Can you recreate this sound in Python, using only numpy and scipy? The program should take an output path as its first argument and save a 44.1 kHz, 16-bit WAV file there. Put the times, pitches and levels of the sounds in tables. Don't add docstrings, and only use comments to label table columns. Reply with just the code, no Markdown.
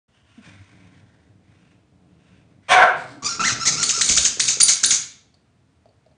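import sys
import numpy as np
from scipy import signal
from scipy.fft import rfft, irfft, next_fast_len
from scipy.io import wavfile
from scipy.ndimage import uniform_filter1d

SR = 44100
rng = np.random.default_rng(int(sys.argv[2]) if len(sys.argv) > 2 else 0)


def persist_wave(psi):
    counts = np.round(np.clip(psi, -1, 1) * 32767).astype(np.int16)
    wavfile.write(sys.argv[1], SR, np.atleast_2d(counts).T)


N = 272097
TIME = np.arange(N) / SR


def amp(db):
    return 10 ** (np.asarray(db) / 20)


def unit(x):
    return x / np.sqrt(np.mean(x ** 2) + 1e-20)


def summed_db(*gains):
    return 10 * np.log10(sum(g ** 2 for g in gains) + 1e-18)


def read(points, hz):
    f, value = np.transpose(points)
    return np.interp(np.log(hz + 1), np.log(f + 1), value)


def curve(points):
    return np.interp(TIME, *np.transpose(points))


def peaks(modes, hz):
    gains = [amp(db) / (1 + (2 * (hz - f) / width) ** 2) for f, width, db in modes]
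    return np.sqrt(sum(gain ** 2 for gain in gains))


def shaped(x, gain):
    size = next_fast_len(len(x) + 2000)
    spectrum = rfft(x, size) * gain(np.fft.rfftfreq(size, 1 / SR))
    return unit(irfft(spectrum, size)[:len(x)])


def wobble(count, hz):
    noise = rng.standard_normal(count + 4000)
    return shaped(noise, lambda f: 1 / (1 + (f / hz) ** 4))[2000:2000 + count]


def bump(t, width):
    return np.exp(-(t / width) ** 2)


def swells(rows, attack, release, sag_db_per_s=0):
    power = np.zeros(N)
    for s, length, db in rows:
        age = np.maximum(TIME - s, 0)
        rise = np.minimum(age / attack, 1)
        fall = np.exp(-np.maximum(age - length, 0) / release)
        power += (amp(db - sag_db_per_s * age) * rise * fall) ** 2
    return np.sqrt(power)


def resonate(x, hz, width):
    turn = np.exp(2j * np.pi * np.cumsum(hz) / SR)
    r = np.exp(-np.pi * width / SR)
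    smoothed = signal.lfilter([(1 - r) ** 2], [1, -2 * r, r * r], x / turn)
    return 2 * (turn * smoothed).real


def folds(hz, jitter, rough, count):
    turns = np.cumsum(hz * (1 + jitter * wobble(len(hz), np.mean(hz) / 2))) / SR
    pulses = sum(np.cos(2 * np.pi * k * turns) for k in range(1, count + 1))
    puffs = (0.11 + np.exp(-(turns % 1) / 0.46)) * rng.standard_normal(len(hz))
    return np.sqrt(1 - rough) * unit(pulses) + np.sqrt(rough) * unit(puffs)


def add(mix, s, sound):
    part = mix[round(s * SR):][:len(sound)]
    part += sound[:len(part)]


def play(rows, source):
    mix = np.zeros(N)
    for s, *row in rows:
        add(mix, s, source(*row))
    return mix


# frequency in Hz, relative gain in dB.
AIR_COLOUR = [(18, -66.5), (30, -37), (81, -2.5), (139, -5), (157, -10.5), (281, -13), (367, -20.5),
              (456, -17.5), (515, -25), (707, -20.5), (779, -25), (2380, -31), (10000, -42.5), (13000, -84),
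              (22000, -120)]
AIR_DB = -60.5


def room_tone():
    return amp(AIR_DB) * shaped(rng.standard_normal(N), lambda f: amp(read(AIR_COLOUR, f)))


# start in seconds, length in seconds, level in dB.
SNARL_EVENTS = [(.07, 0.13, -63), (.22, 0.28, -59), (.47, 0.54, -59), (1.0, 0.27, -67.5),
                (1.41, 0.32, -64.5), (2.02, 0.19, -72.5), (2.17, 0.22, -62.5), (2.44, 0.073, -67.5),
                (2.6, 0.081, -56.5)]
# start in seconds, level in dB, time to fall 60 dB in seconds.
SNARL_PUFF = (.436, -47.5, .5)
# frequency in Hz, relative gain in dB.
TEETH_COLOUR = [(350, -32.5), (600, 0), (864, -7.5), (1060, 0), (1230, -8), (1420, 2), (2440, -4.5),
                (2640, -5.5), (3630, -4.5), (4140, -11), (6170, -12), (7900, -18.5), (8890, -13.5),
                (10000, -35.5), (13000, -65.5), (22000, -120)]
# time in seconds, frequency in Hz.
LIP_RESONANCE = [(.1, 2992), (.38, 2786), (.45, 2448), (.6, 2110), (.85, 2250), (1.1, 1740), (1.3, 1815),
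                 (1.6, 2500), (2.0, 2700), (2.3, 2650), (2.65, 2050)]
PUFF_ATTACK_S = 0.016


def snarl(flutter_db=2, lips_db=-7, lips_width_hz=750):
    s, db, t60 = SNARL_PUFF
    puff_attack = np.clip((TIME - s) / PUFF_ATTACK_S, 0, 1)
    puff = amp(db - 60 * np.maximum(TIME - s, 0) / t60) * puff_attack
    air = rng.standard_normal(N) * amp(flutter_db * wobble(N, 70))
    teeth = shaped(air, lambda f: amp(read(TEETH_COLOUR, f)))
    lips = unit(resonate(air, curve(LIP_RESONANCE), lips_width_hz))
    flow = swells(SNARL_EVENTS, attack=0.11, release=0.05, sag_db_per_s=5.5)
    return (flow + puff) * unit(teeth + amp(lips_db) * lips)


# start in seconds,
# first pitch in Hz, last pitch in Hz, peak level of the fundamental in dB, length in seconds.
GULP_AND_KNOCKS = [(0.376, 253, 171, -38, 0.046), (3.978, 400.9, 472.4, -29.5, 0.0091),
                   (4.371, 399.9, 520, -33, 0.0086), (4.57, 404, 542.6, -30.5, 0.0082)]


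def gulp_or_knock(start_hz, end_hz, db, length, overtone_db=-22):
    u = np.linspace(0, 1, int(length * SR))
    phase = 2 * np.pi * np.cumsum(start_hz + (end_hz - start_hz) * u) / SR
    swell = np.sin(np.pi * np.sqrt(u)) ** 2
    overtones = np.sin(2 * phase) + np.sin(3 * phase)
    return amp(db) * swell * (np.sin(phase) + amp(overtone_db) * overtones)


# time in seconds, pitch in Hz.
GROWL_PITCH_CURVE = [(.45, 108.3), (.55, 98.3), (1.0, 98.2), (1.4, 101), (1.6, 88.14), (2.0, 92.24),
                     (2.4, 78.2), (3.1, 99.87), (3.5, 118.2), (4.2, 84.02), (5.0, 90.1)]
# start in seconds, length in seconds, level in dB before the wary trim.
WARY_GROWLS = [(.45, 0.024, -43.5), (.7, .37, -50), (1.08, 0.35, -54), (1.46, 0.37, -54.5), (1.9, .38, -53),
               (2.28, .3, -51.5)]
# frequency in Hz, width in Hz, relative gain in dB.
WARY_COLOUR = [(114.5, 46, -0.5), (171.8, 39, 1.5), (265, 68, -11.5), (296, 50, -6), (420, 1100, -17.5)]
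# start in seconds, length in seconds, level in dB before the fight trim.
OPEN_GROWLS = [(2.69, 0.046, -34.5), (2.79, 0.064, -41), (2.91, 0.26, -46), (3.225, 0.044, -36.5),
               (3.29, 0.09, -44), (3.38, 0.22, -34), (3.645, 0.26, -36.5), (3.98, .1, -40.5),
               (4.08, .04, -31), (4.13, 0.2, -41.5), (4.36, .14, -43), (4.565, 0.1661, -44.5),
               (4.82, .11, -40)]
# frequency in Hz, relative gain in dB.
OPEN_COLOUR = [(47, -34), (80, -5), (124, -4), (216, -0.5), (354, -8), (485, -8.5), (532, -12.5),
               (571, -10.5), (900, -8.5), (1170, -41.5), (1980, -120)]


def growl(wary_trim_db=-3, fight_trim_db=-3):
    pulses = folds(curve(GROWL_PITCH_CURVE), jitter=.25, rough=.85, count=8)
    wary_swell = swells(WARY_GROWLS, attack=.03, release=0.059, sag_db_per_s=6)
    wary = wary_swell * shaped(pulses, lambda f: peaks(WARY_COLOUR, f))
    fight_swell = swells(OPEN_GROWLS, attack=0.015, release=0.015, sag_db_per_s=14)
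    fight = fight_swell * shaped(pulses, lambda f: amp(read(OPEN_COLOUR, f)))
    return amp(wary_trim_db) * wary + amp(fight_trim_db) * fight


# start in seconds, length in seconds,
# first pitch in Hz, last pitch in Hz (both before the waver), level at mid-note in dB.
MOAN_EVENTS = [(.45, .25, 104.5, 96, -48.5), (.78, .36, 99.2, 97, -55), (1.2, .26, 101.9, 98, -55.5),
               (2.9, .15, 152, 134, -50), (3.04, .11, 130.3, 117, -47), (3.08, .21, 309.8, 259.2, -46.5),
               (3.38, .11, 241, 185, -39), (3.48, .09, 140.5, 108, -38.5), (3.655, .13, 181, 142, -39.5),
               (4.41, .11, 125.7, 118, -42.5)]
MOAN_FADE_DB = 12.5


def moan(length, start_hz, end_hz, db, overtone_db=-17):
    u = np.linspace(0, 1, int(length * SR))
    hz = start_hz + (end_hz - start_hz) * u
    phase = 2 * np.pi * np.cumsum(hz * (1 + .06 * wobble(len(u), 35))) / SR
    tone = np.sin(phase) + amp(overtone_db) * (np.sin(2 * phase) + np.sin(3 * phase))
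    tone = unit(tone * amp(3.5 * wobble(len(u), 25)))
    arch_db = MOAN_FADE_DB * (np.sin(np.pi * u) - 1)
    return amp(db + arch_db) * tone * signal.windows.tukey(len(u), .1)


# frequency in Hz before the mouth factor, width in Hz, gain in dB.
BARK_THROAT = [(562.8, 79, -4), (756, 120, 0.5), (1025, 240, -4), (1559.4, 130, -1), (1745, 130, -4.5),
               (2076, 100, -11.5), (2261.7, 320, -9), (2900, 420, -28.5)]
# frequency in Hz, width in Hz, relative gain in dB.
BARK_RASP_COLOUR = [(3050, 1400, 1), (3500, 500, -1.5), (4300, 320, -8.5), (6000, 2200, -9),
                    (8600, 1100, -11)]
BARK_S, BARK_LENGTH_S, BARK_DB = 2.683, .217, -12
BARK_ATTACK_S, BARK_HOLD_S, BARK_RELEASE_DB_PER_S = 0.036, .15, 247
BARK_FIRST_SHARE = .08
BARK_END_HZ, BARK_TOP_HZ = 285.6, 388
MOUTH_OPEN, MOUTH_CLOSING_PER_S = 1.05, 1.0
SHOVE_AFTER_S, SHOVE_S, SHOVE_DB, SHOVE_OPENING = .145, 0.0054, 4, .12
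BARK_RASP_DB, BARK_RASP_AFTER_S, BARK_RASP_S = -20.5, .04, 0.023
BARK_LATE_RASP_DB = -24


def bark():
    t = np.arange(1, BARK_LENGTH_S * SR) / SR
    arch = np.sqrt(abs(np.sin(np.pi * t / BARK_LENGTH_S)))
    hz = BARK_END_HZ + (BARK_TOP_HZ - BARK_END_HZ) * arch
    shove = bump(t - SHOVE_AFTER_S, SHOVE_S)
    mouth = MOUTH_OPEN - MOUTH_CLOSING_PER_S * t + SHOVE_OPENING * shove
    attack = np.minimum(BARK_FIRST_SHARE + (t / BARK_ATTACK_S) ** 2, 1)
    release_db = BARK_RELEASE_DB_PER_S * np.maximum(t - BARK_HOLD_S, 0)
    effort = attack * amp(BARK_DB + SHOVE_DB * shove - release_db)
    drive = folds(hz, jitter=.07, rough=.72, count=12)
    flapping = 2 * np.pi * np.cumsum(112 * (1 + .25 * wobble(len(t), 40))) / SR
    drive = drive * (1 + .6 * np.sin(flapping))
    voice = sum(amp(db) * resonate(drive, f * mouth, width) for f, width, db in BARK_THROAT)
    voice = shaped(voice, lambda f: 1 / (1 + (390 / (f + 1)) ** 4))
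    voice = voice / np.sqrt(uniform_filter1d(voice ** 2, size=900))
    rasp = shaped(rng.standard_normal(len(t)), lambda f: peaks(BARK_RASP_COLOUR, f))
    burst = amp(BARK_RASP_DB) * bump(t - BARK_RASP_AFTER_S, BARK_RASP_S)
    return effort * (voice + amp(BARK_LATE_RASP_DB) * rasp) + burst * rasp


# start in seconds, length in seconds,
# level in dB before the trim.
SCRABBLE_EVENTS = [(2.95, .07, -48), (3.06, .06, -51)]


def scrabble(trim_db=-2, slips_per_s=5000):
    slips = rng.standard_normal(N) * (rng.random(N) < slips_per_s / SR)
    scrape = shaped(slips, lambda f: peaks([(4270, 3000, 2.5), (7800, 2600, -4)], f))
    return amp(trim_db) * swells(SCRABBLE_EVENTS, attack=0.026, release=0.055) * scrape


# frequency in Hz before the squash factor,
# width in Hz before the squash factor, relative gain in dB.
OVERTONE_RESONANCES = [(2500, 720, -6), (4860, 2400, -13.5), (5417.1, 1500, 7.5), (6736, 1300, -0.5),
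                       (8936.4, 610, -26.5)]
RASP_RESONANCES = [(1280, 860, -11.5), (2260, 330, -2), (4700, 2150, -1), (6650, 1600, 9),
                   (8190, 770, -4.5)]


def reed(hz, tone_db, over_db, rasp_db, squash, tilt_db, rasp_tilt_db, jitter, flutter_db=2, rasp_flutter_db=2):
    count = len(hz)
    tremble = jitter * np.clip((hz - 1000) / 1000, .3, 1)
    hz = hz * (1 + tremble * wobble(count, 450))
    phase = 2 * np.pi * np.cumsum(hz) / SR
    k = np.arange(2, 9)[:, None]
    weights = peaks(OVERTONE_RESONANCES, k * hz / squash) * amp(tilt_db * np.log2(k))
    weights = weights * amp([3 * wobble(count, 130) for _ in k])
    unrest = np.clip((hz - 1200) / 1200, .3, .8)
    drift = np.array([unrest * wobble(count, 300) for _ in k])
    overtones = (weights * np.sin(k * phase + drift + k ** 2)).sum(0)
    overtones = overtones / np.sqrt((weights ** 2).sum(0))
    voice = np.sqrt(2) * (amp(tone_db) * np.sin(phase) + amp(over_db) * overtones)
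    voice = voice * unit(amp(flutter_db * wobble(count, 310)))
    strain = np.clip((hz - 3900) / 500, 0, 1)
    voice = voice * (1 - strain * (.5 + .5 * np.tanh(2 * wobble(count, 110))))
    air = rng.standard_normal(count) * (1 + 0.67 * np.cos(phase))
    rasp = shaped(air, lambda f: peaks(RASP_RESONANCES, f / squash) * amp(rasp_tilt_db * np.log2(f + 500)))
    rasp = amp(rasp_db) * unit(rasp * amp(rasp_flutter_db * wobble(count, 210)))
    return (voice + rasp) * signal.windows.tukey(count, .02)


# start in seconds, length in seconds, pitch at the ends in Hz,
# pitch in the middle in Hz (both before waver and jitter), then mid-note levels in dB of the fundamental,
# the overtones and the rasp, overtone tilt in dB per octave, rasp tilt in dB per octave.
WHINE_EVENTS = [(3.222, .031, 1122, 1180, -34.5, -41.5, -35.5, 1.5, -7),
                (3.246, 0.039, 1128, 1215, -33, -22.5, -30, 0.5, -1.5),
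                (3.285, 0.048, 1350, 1410, -33.5, -26, -37.5, 5, -5.5),
                (3.322, 0.045, 1353, 1400, -41.5, -37.5, -36.5, 2.5, -5.5),
                (3.395, .028, 1216, 1400, -20.5, -27.5, -27, -21, -7),
                (3.426, .084, 1253, 2130, -22, -23.5, -23.5, -19, -2.5),
                (3.485, .055, 1188, 1300, -40.5, -33, -27.5, -5, -2.5),
                (3.598, 0.059, 1260, 1370, -30.5, -27.5, -36.5, -0.5, -2.5),
                (3.653, 0.044, 1800, 2110, -29, -20.5, -16.5, 1, -1.5),
                (3.698, 0.061, 1398, 1200, -39.5, -28.5, -27.5, 1.5, -1),
                (3.762, 0.087, 1213, 1430, -33, -27, -28.5, -3.5, -3),
                (3.925, 0.083, 1210, 1430, -34, -27, -26, -1, 0)]
WHINE_FADE_DB, WHINE_RASP_GROWTH_DB = 6, 8
WHINE_SQUASH, WHINE_JITTER = 0.98, 0.02081
WHINE_WAVER_DB, WHINE_WAVER_SHARE, WHINE_WAVER_HZ = 1.5, .018, 80


def whine(length, end_hz, mid_hz, tone_db, over_db, rasp_db, tilt_db, rasp_tilt_db):
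    u = np.linspace(0, 1, int(length * SR))
    arch = np.sin(np.pi * u)
    waver = wobble(len(u), WHINE_WAVER_HZ)
    hz = (end_hz + (mid_hz - end_hz) * arch ** 2) * (1 + WHINE_WAVER_SHARE * waver)
    fade_db = WHINE_FADE_DB * (arch - 1)
    voice_db = fade_db + WHINE_WAVER_DB * waver
    hoarse_db = fade_db + WHINE_RASP_GROWTH_DB * (u - .5)
    return reed(hz, tone_db + voice_db, over_db + voice_db, rasp_db + hoarse_db,
                WHINE_SQUASH, tilt_db, rasp_tilt_db, WHINE_JITTER)


# start in seconds, length in seconds, level in dB before the trim.
BUMP_EVENTS = [(3.5, .5, -53.5), (4.085, .11, -35.5), (4.25, .04, -45.5), (4.84, .08, -50)]


def scuffle(trim_db=-4):
    rumble = shaped(rng.standard_normal(N), lambda f: peaks([(60, 33, 0)], f))
    return amp(trim_db) * swells(BUMP_EVENTS, attack=.03, release=0.053) * rumble


# start in seconds, leap and drop in seconds after the start, length in seconds, top pitch in Hz
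# before jitter, then reference levels in dB of leap, hold, drop and closing rasp,
# overtone tilt in dB per octave.
SQUEAL_EVENTS = [(3.829, 0.0052, .069, .1, 4562, -12.5, -26.5, -17.5, -19.5, 1),
                 (4.009, 0.0089, 0.087, 0.15, 4420, -11.5, -22.5, -14, -16, 6),
                 (4.164, 0.018, 0.09, 0.12, 4480, -10, -24.5, -15, -15, 1),
                 (4.395, .01, 0.092, 0.15, 4570, -10.5, -25, -13.5, -18.5, 1),
                 (4.601, .01, 0.088, .14, 4826, -10, -24.5, -11.5, -13.5, 4),
                 (4.832, .012, .081, .14, 4740, -9.5, -28, -13.5, -14.5, 15)]
REST_HZ, LEAP_S, DROP_S = 1196, 0.0044, 0.0088
LEAP_PUSH_S, DROP_PUSH_S = 0.011, 0.011
LET_GO_LEAD_S, LET_GO_S = .007, 0.0021
CLOSING_DB_PER_S = 113.5
GLIDE_WAVER_DB, GLIDE_WAVER_HZ = 3, 160
HELD_VOICE_DB, OPENING_RASP_DB = -7, -6.5
# dB at resting pitch, dB at top pitch.
GLIDE_TONE = (-17.5, 0)
GLIDE_OVERTONES = (-9.5, -3)
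GLIDE_RASP = (-5.5, -8.5)
SQUEAL_SQUASH, SQUEAL_JITTER = 0.99, .018


def squeal(leap, drop, length, top_hz, leap_db, hold_db, drop_db, closing_db, tilt_db, rasp_tilt_db=1.0):
    t = np.arange(0, length, 1 / SR)
    up = .5 + .5 * np.tanh((t - leap) / LEAP_S)
    down = .5 + .5 * np.tanh((t - drop) / DROP_S)
    height = up * (1 - down)
    let_go = .5 + .5 * np.tanh((t - drop + LET_GO_LEAD_S) / LET_GO_S)
    leap_push = amp(leap_db) * bump(t - leap, LEAP_PUSH_S)
    drop_push = amp(drop_db) * bump(t - drop, DROP_PUSH_S) * let_go
    pushes = (leap_push + drop_push) * amp(GLIDE_WAVER_DB * wobble(len(t), GLIDE_WAVER_HZ))
    tone, overtones, rasp = (pushes * amp(low + (top - low) * height)
                             for low, top in (GLIDE_TONE, GLIDE_OVERTONES, GLIDE_RASP))
    opening = amp(leap_db + OPENING_RASP_DB) * (1 - up)
    held = amp(hold_db) * height
    closing = amp(closing_db - CLOSING_DB_PER_S * np.maximum(t - drop, 0)) * let_go
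    whistle = amp(HELD_VOICE_DB) * held
    hz = REST_HZ + (top_hz - REST_HZ) * height
    return reed(hz, summed_db(tone, whistle), summed_db(overtones, whistle),
                summed_db(rasp, opening, held, closing), SQUEAL_SQUASH, tilt_db, rasp_tilt_db, SQUEAL_JITTER)


# start in seconds, pad thud in dB, claw tick in dB (both before halving).
STEP_EVENTS = [(4.094, -30.5, -49), (4.18, -29, -31), (5.342, -59.5, -46.5), (5.857, -45, -60),
               (5.888, -52, -57), (6.062, -48, -56.5), (6.113, -50.5, -62)]
# frequency in Hz, width in Hz, relative gain in dB.
PAD_COLOUR = [(609.93, 240, 14.5), (149.6, 200, -8)]
CLAW_COLOUR = [(2400, 700, -14.5), (4500, 660, 3.5), (6850, 6000, -16.5)]


def step(pad_db, claw_db, pad_t60=0.12, claw_t60=.04):
    t = np.arange(SR // 8) / SR
    pad = shaped(rng.standard_normal(len(t)), lambda f: peaks(PAD_COLOUR, f))
    claw = shaped(rng.standard_normal(len(t)), lambda f: peaks(CLAW_COLOUR, f))
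    thud = pad * amp(pad_db - 60 * t / pad_t60)
    tick = claw * amp(claw_db - 60 * t / claw_t60)
    return .5 * (thud + tick)


# start in seconds,
# length in seconds, whistle pitch in Hz before jitter, overtone level in dB before the swell.
SHRIEK_EVENTS = [(4.622, 0.028, 4630, -5), (4.857, 0.011, 4715, -13), (4.876, 0.012, 4650, -8),
                 (4.89, 0.021, 4740, -16.5)]


def shriek(length, hz, db, tone_db=-14, rasp_db=-15, jitter=0.00795):
    swell = np.hanning(int(length * SR))
    whistle = np.full(len(swell), hz)
    return swell * reed(whistle, db + tone_db, db, db + rasp_db, SQUEAL_SQUASH, 0, 0, jitter)


# frequency in Hz, time to fall 60 dB in seconds.
ROOM_RING = [(100, 0.97), (600, 0.53), (1600, 0.52), (3500, 0.52), (6500, 0.39), (9500, 0.33)]


def echoes(x):
    taps = rng.standard_normal(SR) * (rng.random(SR) < .15) * (TIME[:SR] > .004)
    hz, t, bands = signal.stft(taps, SR, nperseg=256)
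    decay = amp(-60 * t / read(ROOM_RING, hz)[:, None])
    tail = signal.istft(bands * decay, SR, nperseg=256)[1]
    return signal.fftconvolve(x, tail / np.linalg.norm(tail))[:N]


# frequency in Hz, gain in dB.
STEREO_WIDTH = [(500, -42), (1500, -44.5), (3000, -51), (6000, -34.5), (9500, -31.5)]


def scene(toy_room_db=-5, bark_room_db=-4, small_room_db=-9):
    toy = play(WHINE_EVENTS, whine) + play(SQUEAL_EVENTS, squeal) + play(SHRIEK_EVENTS, shriek)
    barking = play([(BARK_S,)], bark)
    small = growl() + snarl() + scrabble()
    small += play(MOAN_EVENTS, moan) + play(GULP_AND_KNOCKS, gulp_or_knock) + play(STEP_EVENTS, step)
    toy_send = amp(toy_room_db) * toy
    send = toy_send + amp(bark_room_db) * barking + amp(small_room_db) * small
    mid = toy + barking + small + scuffle() + room_tone() + echoes(send)
    width_gain = amp(read(STEREO_WIDTH, np.fft.rfftfreq(N, 1 / SR)))
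    side = irfft(rfft(echoes(toy_send)) * width_gain, N)
    return np.array([mid + side, mid - side])


START_S, EDGE_HZ = .08, 9850


def record(dry):
    opened = dry * np.clip((TIME - START_S) * 200, 0, 1)
    rounded = opened / (1 + (opened / .76) ** 6) ** (1 / 6)
    lowpass = signal.firwin(361, EDGE_HZ, window=("kaiser", 9), fs=SR)
    return signal.oaconvolve(rounded, lowpass[None], "same")


dry = scene()
out = record(dry)
persist_wave(out)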